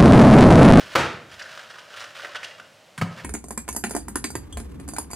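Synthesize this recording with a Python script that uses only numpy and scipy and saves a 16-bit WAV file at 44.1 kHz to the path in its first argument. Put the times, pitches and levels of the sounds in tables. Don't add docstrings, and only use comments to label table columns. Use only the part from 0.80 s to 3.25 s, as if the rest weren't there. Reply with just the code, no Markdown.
import sys
import numpy as np
from scipy import signal
from scipy.fft import rfft, irfft, next_fast_len
from scipy.io import wavfile
from scipy.ndimage import uniform_filter1d

SR = 44100
rng = np.random.default_rng(int(sys.argv[2]) if len(sys.argv) > 2 else 0)


def to_wav(s):
    ch = np.atleast_2d(s).T
    pcm = np.round(np.clip(ch, -1, 1) * 32767)
    wavfile.write(sys.argv[1], SR, pcm.astype(np.int16))


def volts(x):
    e = np.asarray(x, float) / 20
    return 10 ** e


N = 107868


def read(table, hz):
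    table = np.array(table)
    return np.interp(np.log(np.maximum(hz, 1)), np.log(table[:, 0]), table[:, 1])


def level(x, db):
    return x * volts(db) / np.sqrt(np.mean(x ** 2))


def colour(x, table):
    size = next_fast_len(x.shape[-1])
    gain = volts(read(table, np.fft.rfftfreq(size, 1 / SR)))
    return irfft(rfft(x, size) * gain, size)[..., :x.shape[-1]]


def band(x, hz, width_hz):
    return signal.lfilter(*signal.iirpeak(hz, hz / max(width_hz, 1), SR), x)


def walk(rate_hz):
    k = int(SR / rate_hz)
    steps = np.repeat(rng.standard_normal(N // k + 1), k)
    w = uniform_filter1d(uniform_filter1d(steps, k), k)[:N]
    return w / w.std()


def strike(at_s, db, push_ms, modes):
    t = np.arange(SR) / SR
    ring = 0
    for hz, mode_db, t60_s in modes:
        weight_db, detune = rng.standard_normal(2)
        tone = np.sin(2 * np.pi * hz * (1 + 0.0058 * detune) * t)
        ring = ring + volts(mode_db + weight_db) * tone * volts(-60 * t / max(t60_s, .003))
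    phase = t[:SR // 50] / max(push_ms / 1000, 1 / SR)
    push = np.sin(np.pi * np.clip(phase + 0.064, 0, 1))
    ring = signal.fftconvolve(ring, push)[:SR]
    out = np.zeros(N + SR)
    start = int(at_s * SR)
    out[start:start + SR] = ring * volts(db) / np.abs(ring).max()
    return out[:N]


def burst(at_s, db, t60_s, table):
    age = np.arange(N) / SR - at_s
    noise = level(colour(rng.standard_normal(N), table), db)
    return noise * (age > 0) * volts(-60 * np.abs(age) / max(t60_s, .003))


def crackle(per_s, spread_db):
    grain_ms = 1.5
    starts = (rng.random(N) < per_s / SR) * volts(spread_db * np.minimum(rng.exponential(size=N), 4))
    envelope = signal.lfilter([1], [1, -np.exp(-1000 / grain_ms / SR)], starts)
    return level(envelope * rng.standard_normal(N), 0)


# (time [s], level [dB], push length [ms], rattle share [dB], frame share [dB])
DOOR_CONTACTS = [
    (.1527, -12, .09, 7, -17),
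    (.1566, 1.5, 0.13, -0.5, -11),
    (.1599, -5.5, 0.06, 5, -0.5),
    (.1642, 0.5, 0.13, -6.5, -4),
    (.1675, -11, 0.36, -4, 4.5),
]
# (frequency [Hz], level [dB], t60 [s])
PANEL_MODES = [(1190, -27, .04), (1354, 3.5, 0.078), (1505, 1.5, 0.058), (2030, -7, 0.042),
               (2270, -6, 0.035), (2790, -14, 0.022), (3840, -8, 0.015)]
# (frequency [Hz], level [dB], t60 [s])
FRAME_MODES = [(492, -7.5, 0.066), (551, 0.5, 0.082), (686, -5, 0.075), (920, -7, .03)]
# (frequency [Hz], level [dB], t60 [s])
CABINET_MODES = [(63.5, -16, 0.54), (90.3, -6, 0.24), (136, 4.5, 0.15), (170, -7.5, 0.42), (255, -4, 0.13),
                 (400, -10, 0.15)]
# (frequency [Hz], level [dB])
RATTLE_COLOUR = [(150, -11), (320, -6), (560, -5), (1400, -2.1), (2800, -7), (4500, -14), (8000, -24.5),
                 (16000, -34.5)]


def door():
    peak_db, rattle_t60_s = -3.5, 0.036
    swing_hz, swing_db, swing_t60_s = 112, -46.5, 0.97
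    panel = 0
    for s, db, push_ms, rattle_db, frame_db in DOOR_CONTACTS:
        panel = panel + strike(s, db, push_ms, PANEL_MODES)
        panel = panel + strike(s, db + frame_db, 3 * push_ms, FRAME_MODES)
        panel = panel + burst(s, db + rattle_db - 2.5, rattle_t60_s, RATTLE_COLOUR)
    panel = panel * volts(peak_db) / np.abs(panel).max()
    cabinet = strike(.186, -19, 4.3, CABINET_MODES)
    rush = level(band(rng.standard_normal(N), swing_hz, 240.0), swing_db)
    rush = rush * volts(-60 * np.arange(N) / SR / swing_t60_s)
    return panel + cabinet + rush


def slam():
    slam_s, slam_db = .156, -2
    blow = colour(1. * (np.arange(N) == int(slam_s * SR)), RATTLE_COLOUR)
    return blow * volts(slam_db) / np.sqrt(np.sum(blow ** 2)) * 4


# (time [s], level [dB])
EFFORT_AT_DOOR = [
    (0, -38.5),
    (.09, -49.5),
    (.14, -43.5),
]
# (time [s], level [dB])
EFFORT_RUSTLE = [(.47, -69), (.53, -48.5), (.57, -51.5), (.62, -52.5), (0.689, -51.5), (.75, -46),
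                 (.86, -53.5), (1.07, -56.5), (1.201, -44.5), (1.344, -55.5), (1.353, -45.5), (1.53, -51.5),
                 (1.699, -58.5), (1.92, -78.5)]
# (time [s], level [dB])
EFFORT_AT_END = [
    (2.3, -60.5),
    (2.389, -47),
    (2.45, -58.5),
]
# (frequency [Hz], level per Hz [dB])
FILM_COLOUR = [(180, -42), (300, -69), (559, -4), (884, -8), (1490, -0.5), (2170, -5), (2920, -0.5),
               (5010, -9), (15000, -37.5)]
# (frequency [Hz], width [Hz], level [dB])
BAG_HOLLOWS = [(587, 173, 0.5), (1500, 710, 1.5), (2870, 220, -7.5), (5000, 1100, -12.5)]


def film_crackle():
    t = np.arange(N) / SR
    effort = 0
    for part in (EFFORT_AT_DOOR, EFFORT_RUSTLE, EFFORT_AT_END):
        at, db = np.array(part).T
        gate = np.interp(t, [at[0] - .04, at[0], at[-1], at[-1] + .04], [0, 1, 1, 0])
        effort = effort + volts(np.interp(t, at, db)) * gate
    clicks = crackle(per_s=2200, spread_db=2.2) * volts(1.2 * walk(25.22))
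    hollow = sum(volts(db) * band(clicks, hz, width_hz) for hz, width_hz, db in BAG_HOLLOWS)
    return level(level(colour(clicks, FILM_COLOUR), 0) + level(hollow, -4), 4) * effort


def crease_noise():
    return crackle(per_s=6000, spread_db=1)


def low_hollow(noise):
    hz = 567
    return level(band(band(noise, hz, 144.0), hz, 400.), 0)


def swell(start_s, length_s):
    age = np.clip((np.arange(N) / SR - start_s) / max(length_s, .002), 0, 9)
    return np.clip(age / 0.38, 0, 1) * np.exp(-age ** 1.4)


# (time [s], peak [dB], pitch [Hz], brightness [dB], length [s])
CREASE_EVENTS = [(.512, -40, 1640, -4, .015), (0.592, -29.5, 1560, -4, 0.014),
                 (.611, -24.5, 1550, -32, 0.01), (0.619, -31, 5000, -11.5, 0.012),
                 (.653, -29, 1550, -28, 0.014), (0.71, -33, 1550, -9, 0.018),
                 (0.774, -26.5, 1380, -9.5, 0.0052), (0.789, -31, 1500, -9, 0.017),
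                 (0.896, -33.5, 1560, -4, 0.02), (0.941, -37, 1500, -14, 0.012),
                 (0.951, -32.5, 1110, -28, 0.022), (0.982, -32, 1390, -10, 0.0086),
                 (.988, -36.5, 2870, -3, 0.01), (1.099, -38, 1500, -8, 0.017),
                 (1.135, -30, 1390, -14, 0.021), (1.163, -39, 1500, 6.5, 0.0087),
                 (1.201, -31.5, 1340, 0, 0.012), (1.212, -29, 1370, -9, 0.011),
                 (1.239, -25, 1450, -9.5, 0.01), (1.353, -36, 2780, -8, 0.013),
                 (1.403, -38, 1470, -15, 0.0068), (1.426, -34, 1750, -9, 0.015),
                 (1.445, -20, 1750, -27, 0.01), (1.491, -34.5, 1080, -6, 0.0059),
                 (1.545, -19.5, 1654, -19, 0.013), (1.552, -29.5, 1500, -7.5, 0.016),
                 (1.556, -24.5, 3000, -21, 0.017), (1.582, -40, 1700, -20, 0.008),
                 (1.628, -27.5, 1770, -6.5, 0.013), (1.637, -32.5, 1810, 0, 0.019),
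                 (1.706, -37, 2020, -12, 0.017), (1.779, -37.5, 1310, -8, 0.012),
                 (1.796, -29.5, 1500, -14, 0.0093), (2.392, -27.5, 1760, -25, 0.011)]


def creases():
    sharpness, crease_db, low_db = 4.35, -6, -16
    snaps, sheen = crease_noise(), crease_noise()
    low = low_hollow(snaps)
    body = level(colour(sheen, FILM_COLOUR), -2)
    bright = band(body, 2970.0, 850.0) + band(body, 5500.0, 1400.0) + volts(9) * band(body, 8900.0, 5900.0)
    bright = level(bright, 0)
    out = np.zeros(N)
    for s, db, hz, bright_db, length_s in CREASE_EVENTS:
        part = slice(int(s * SR), min(int(s * SR) + SR // 8, N))
        shape = swell(s, length_s)[part] / np.std(snaps[part][:int(length_s * SR) + 20])
        width_hz = hz / sharpness
        ring = band(band(snaps[part] * shape, hz, width_hz), hz, 3 * width_hz)
        ring = ring * np.sqrt(SR / np.pi / width_hz)
        grit = volts(low_db) * low[part] + volts(bright_db) * bright[part]
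        grit = grit + volts(-3.5 + bright_db / 2) * body[part]
        out[part] += volts(db + crease_db) * (ring + shape * grit)
    return out


# (time [s], peak [dB], push length [ms])
FOLD_SNAPS = [
    (.6125, -30, .2),
    (.7755, -31, .2),
    (1.2405, -27, .2),
    (1.3515, -35, .1),
    (1.3965, -24, .25),
    (1.4473, -23, .2),
    (1.559, -22, .15),
    (1.6315, -25, .15),
    (1.7985, -30, .25),
]
# (frequency [Hz], level [dB], t60 [s])
FOLD_MODES = [(1230, -1.5, 0.033), (1500, 6.5, 0.032), (1950, 3, 0.016), (3030, -32, .008)]
# (frequency [Hz], level [dB])
FOLD_COLOUR = [(150, -30), (700, 0)]


def folds():
    return colour(sum(strike(s, db, push_ms, FOLD_MODES) for s, db, push_ms in FOLD_SNAPS), FOLD_COLOUR)


# (time [s], level [dB], length [s])
CONTENT_KNOCKS = [
    (1.43, -26.5, 0.019),
    (1.453, -26, 0.0073),
    (1.51, -50, 0.0088),
    (1.551, -29, 0.0059),
    (1.564, -33, 0.011),
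    (1.63, -39, 0.014),
]


def contents():
    shape = sum(volts(db - 13) * swell(s, length_s) for s, db, length_s in CONTENT_KNOCKS)
    return low_hollow(crease_noise()) * shape


def bag():
    return film_crackle() + creases() + folds() + contents()


# (time [s], level [dB], push length [ms], scrape share [dB])
BOTTLE_CONTACTS = [
    (2.1778, -29, 0.46, 3),
    (2.186, -31, 0.46, -5),
    (2.2139, -13, 0.24, -10),
    (2.2161, -13, 0.34, -10),
    (2.2216, -14.5, 0.65, -12),
    (2.334, -82, .5, -13),
    (2.375, -39.5, 0.16, 5),
    (2.399, -38, .3, 3.5),
]
# (frequency [Hz], level [dB], t60 [s])
BOTTLE_MODES = [(750, -9, 0.021), (1350, -7, 0.046), (1283, -1, 0.049), (1640, -0.5, 0.041),
                (1790, 1, 0.02), (2234, 8, 0.013), (4200, -22, .2), (6140, -36, .2)]
# (frequency [Hz], level [dB])
TOUCH_SCRAPE = [(350, -58), (600, -14), (1590, -1.5), (1750, -6.5), (5790, -19.5), (9240, -16.5),
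                (16000, -38)]
# (frequency [Hz], level [dB])
LANDING_SCRAPE = [(350, -11), (600, -3.5), (1640, -4.5), (2010, -8), (4110, -13), (16000, -36.5)]


def bottle():
    scrape_t60_s = 0.096
    out = 0
    for i, (s, db, push_ms, scrape_db) in enumerate(BOTTLE_CONTACTS):
        foot = TOUCH_SCRAPE if i < 2 else LANDING_SCRAPE
        out = out + strike(s, db, push_ms, BOTTLE_MODES)
        out = out + burst(s, db + scrape_db - 5.5, scrape_t60_s, foot)
    return out


# (time [s], peak [dB])
SLAB_THUDS = [
    (2.179, -26.5),
    (2.2049, -25.5),
    (2.2155, -12),
    (2.335, -37),
    (2.376, -41),
    (2.415, -41),
]
# (frequency [Hz], level [dB], t60 [s])
SLAB_MODES = [(104, -8, .14), (141, 0, .07), (172, -6.5, .28), (209, -6.5, .2), (270, -20, .2),
              (432, -20, .12)]
SLAB_SIGNS = [1, -1, 1, 1, -1, 1]


def counter():
    thud_ms, thud_db = 2.2, -2.5
    modes = [(sign * hz, db, t60_s) for sign, (hz, db, t60_s) in zip(SLAB_SIGNS, SLAB_MODES)]
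    return sum(strike(s, db + thud_db, thud_ms, modes) for s, db in SLAB_THUDS)


# (frequency [Hz], t60 [s])
ROOM_DECAY = [(80, 0.99), (250, 0.6745), (600, .5), (1500, 0.56), (4000, 0.55), (8000, 0.4), (14000, 0.28)]
# (frequency [Hz], level [dB])
ROOM_COLOUR = [(80, -0.5), (250, 2.5), (600, 2.9), (1500, 0), (4000, -2.5), (8000, 1), (14000, -6)]
# (frequency [Hz], side level [dB])
SIDE_COLOUR = [(80, -22), (250, -19), (600, -13), (1500, -13), (4000, -17), (8500, -14), (13000, -27)]


def room(x):
    build_s = 0.021
    t = np.arange(SR) / SR
    tail = 0
    for hz in 45 * 2 ** np.arange(0, 8.6, 1 / 3):
        mid, side = band(band(rng.standard_normal((2, SR)), hz, hz / 2), hz, hz / 2)
        side = volts(read(SIDE_COLOUR, hz)) * side
        fade = volts(read(ROOM_COLOUR, hz) - 60 * t / max(read(ROOM_DECAY, hz), .05))
        tail = tail + fade * np.array([mid + side, mid - side])
    tail = tail * (1 - np.exp(-(t / build_s) ** 2))
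    tail = tail / np.sqrt(np.sum(tail ** 2) / 2)
    return signal.fftconvolve(x[None], tail, axes=1)[:, :N]


# (frequency [Hz], level [dB])
HUM_COLOUR = [(35, -30), (70, -11), (150, -.5), (320, -6), (1000, -6), (3000, -7), (8000, -17),
              (16000, -31)]


def fridge():
    fan_hz, fan_width_hz, fan_db = 590, 200, -56
    compressor_hz, compressor_width_hz, compressor_db = 106, 12, -69
    hum_db = -55
    noise = rng.standard_normal((4, N))
    fan = band(band(noise[:2], fan_hz, fan_width_hz), fan_hz, 2 * fan_width_hz)
    fan = level(fan, fan_db) * volts(2 * walk(12))
    hum = level(colour(noise[2:], HUM_COLOUR), hum_db) * volts(0.28 * walk(5.7))
    mid, side = hum + fan
    mid = mid + level(band(noise[0], compressor_hz, compressor_width_hz), compressor_db)
    side = colour(side, SIDE_COLOUR)
    return np.array([mid + side, mid - side])


def scene():
    door_wet_db, bag_wet_db, bottle_wet_db, slab_wet_db = -15.5, -10, -13, -20
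    dry_side_db, lean_db = -3, -0.4
    shut, film, jar, slab = door(), bag(), bottle(), counter()
    near = shut + film + jar + slab
    send = slam() + volts(door_wet_db) * shut + volts(bag_wet_db) * film
    send = send + volts(bottle_wet_db) * jar + volts(slab_wet_db) * slab
    wet = room(send)
    late = volts(dry_side_db) * colour(np.roll(near, 9), SIDE_COLOUR)
    direct = np.array([near + late, near - late])
    return (direct + wet + fridge()) * volts(np.array([[lean_db], [-lean_db]]) / 2)


def roll_off(x):
    return signal.sosfilt(signal.butter(12, 16520, fs=SR, output="sos"), x)


def record(dry):
    top_cut = signal.ellip(10, .2, 70, 16000, fs=SR, output="sos")
    bass_cut = signal.butter(3, 56, "high", fs=SR, output="sos")
    mix = signal.sosfiltfilt(bass_cut, signal.sosfilt(top_cut, dry))
    return roll_off(mix)


dry = scene()
out = record(dry)
to_wav(out)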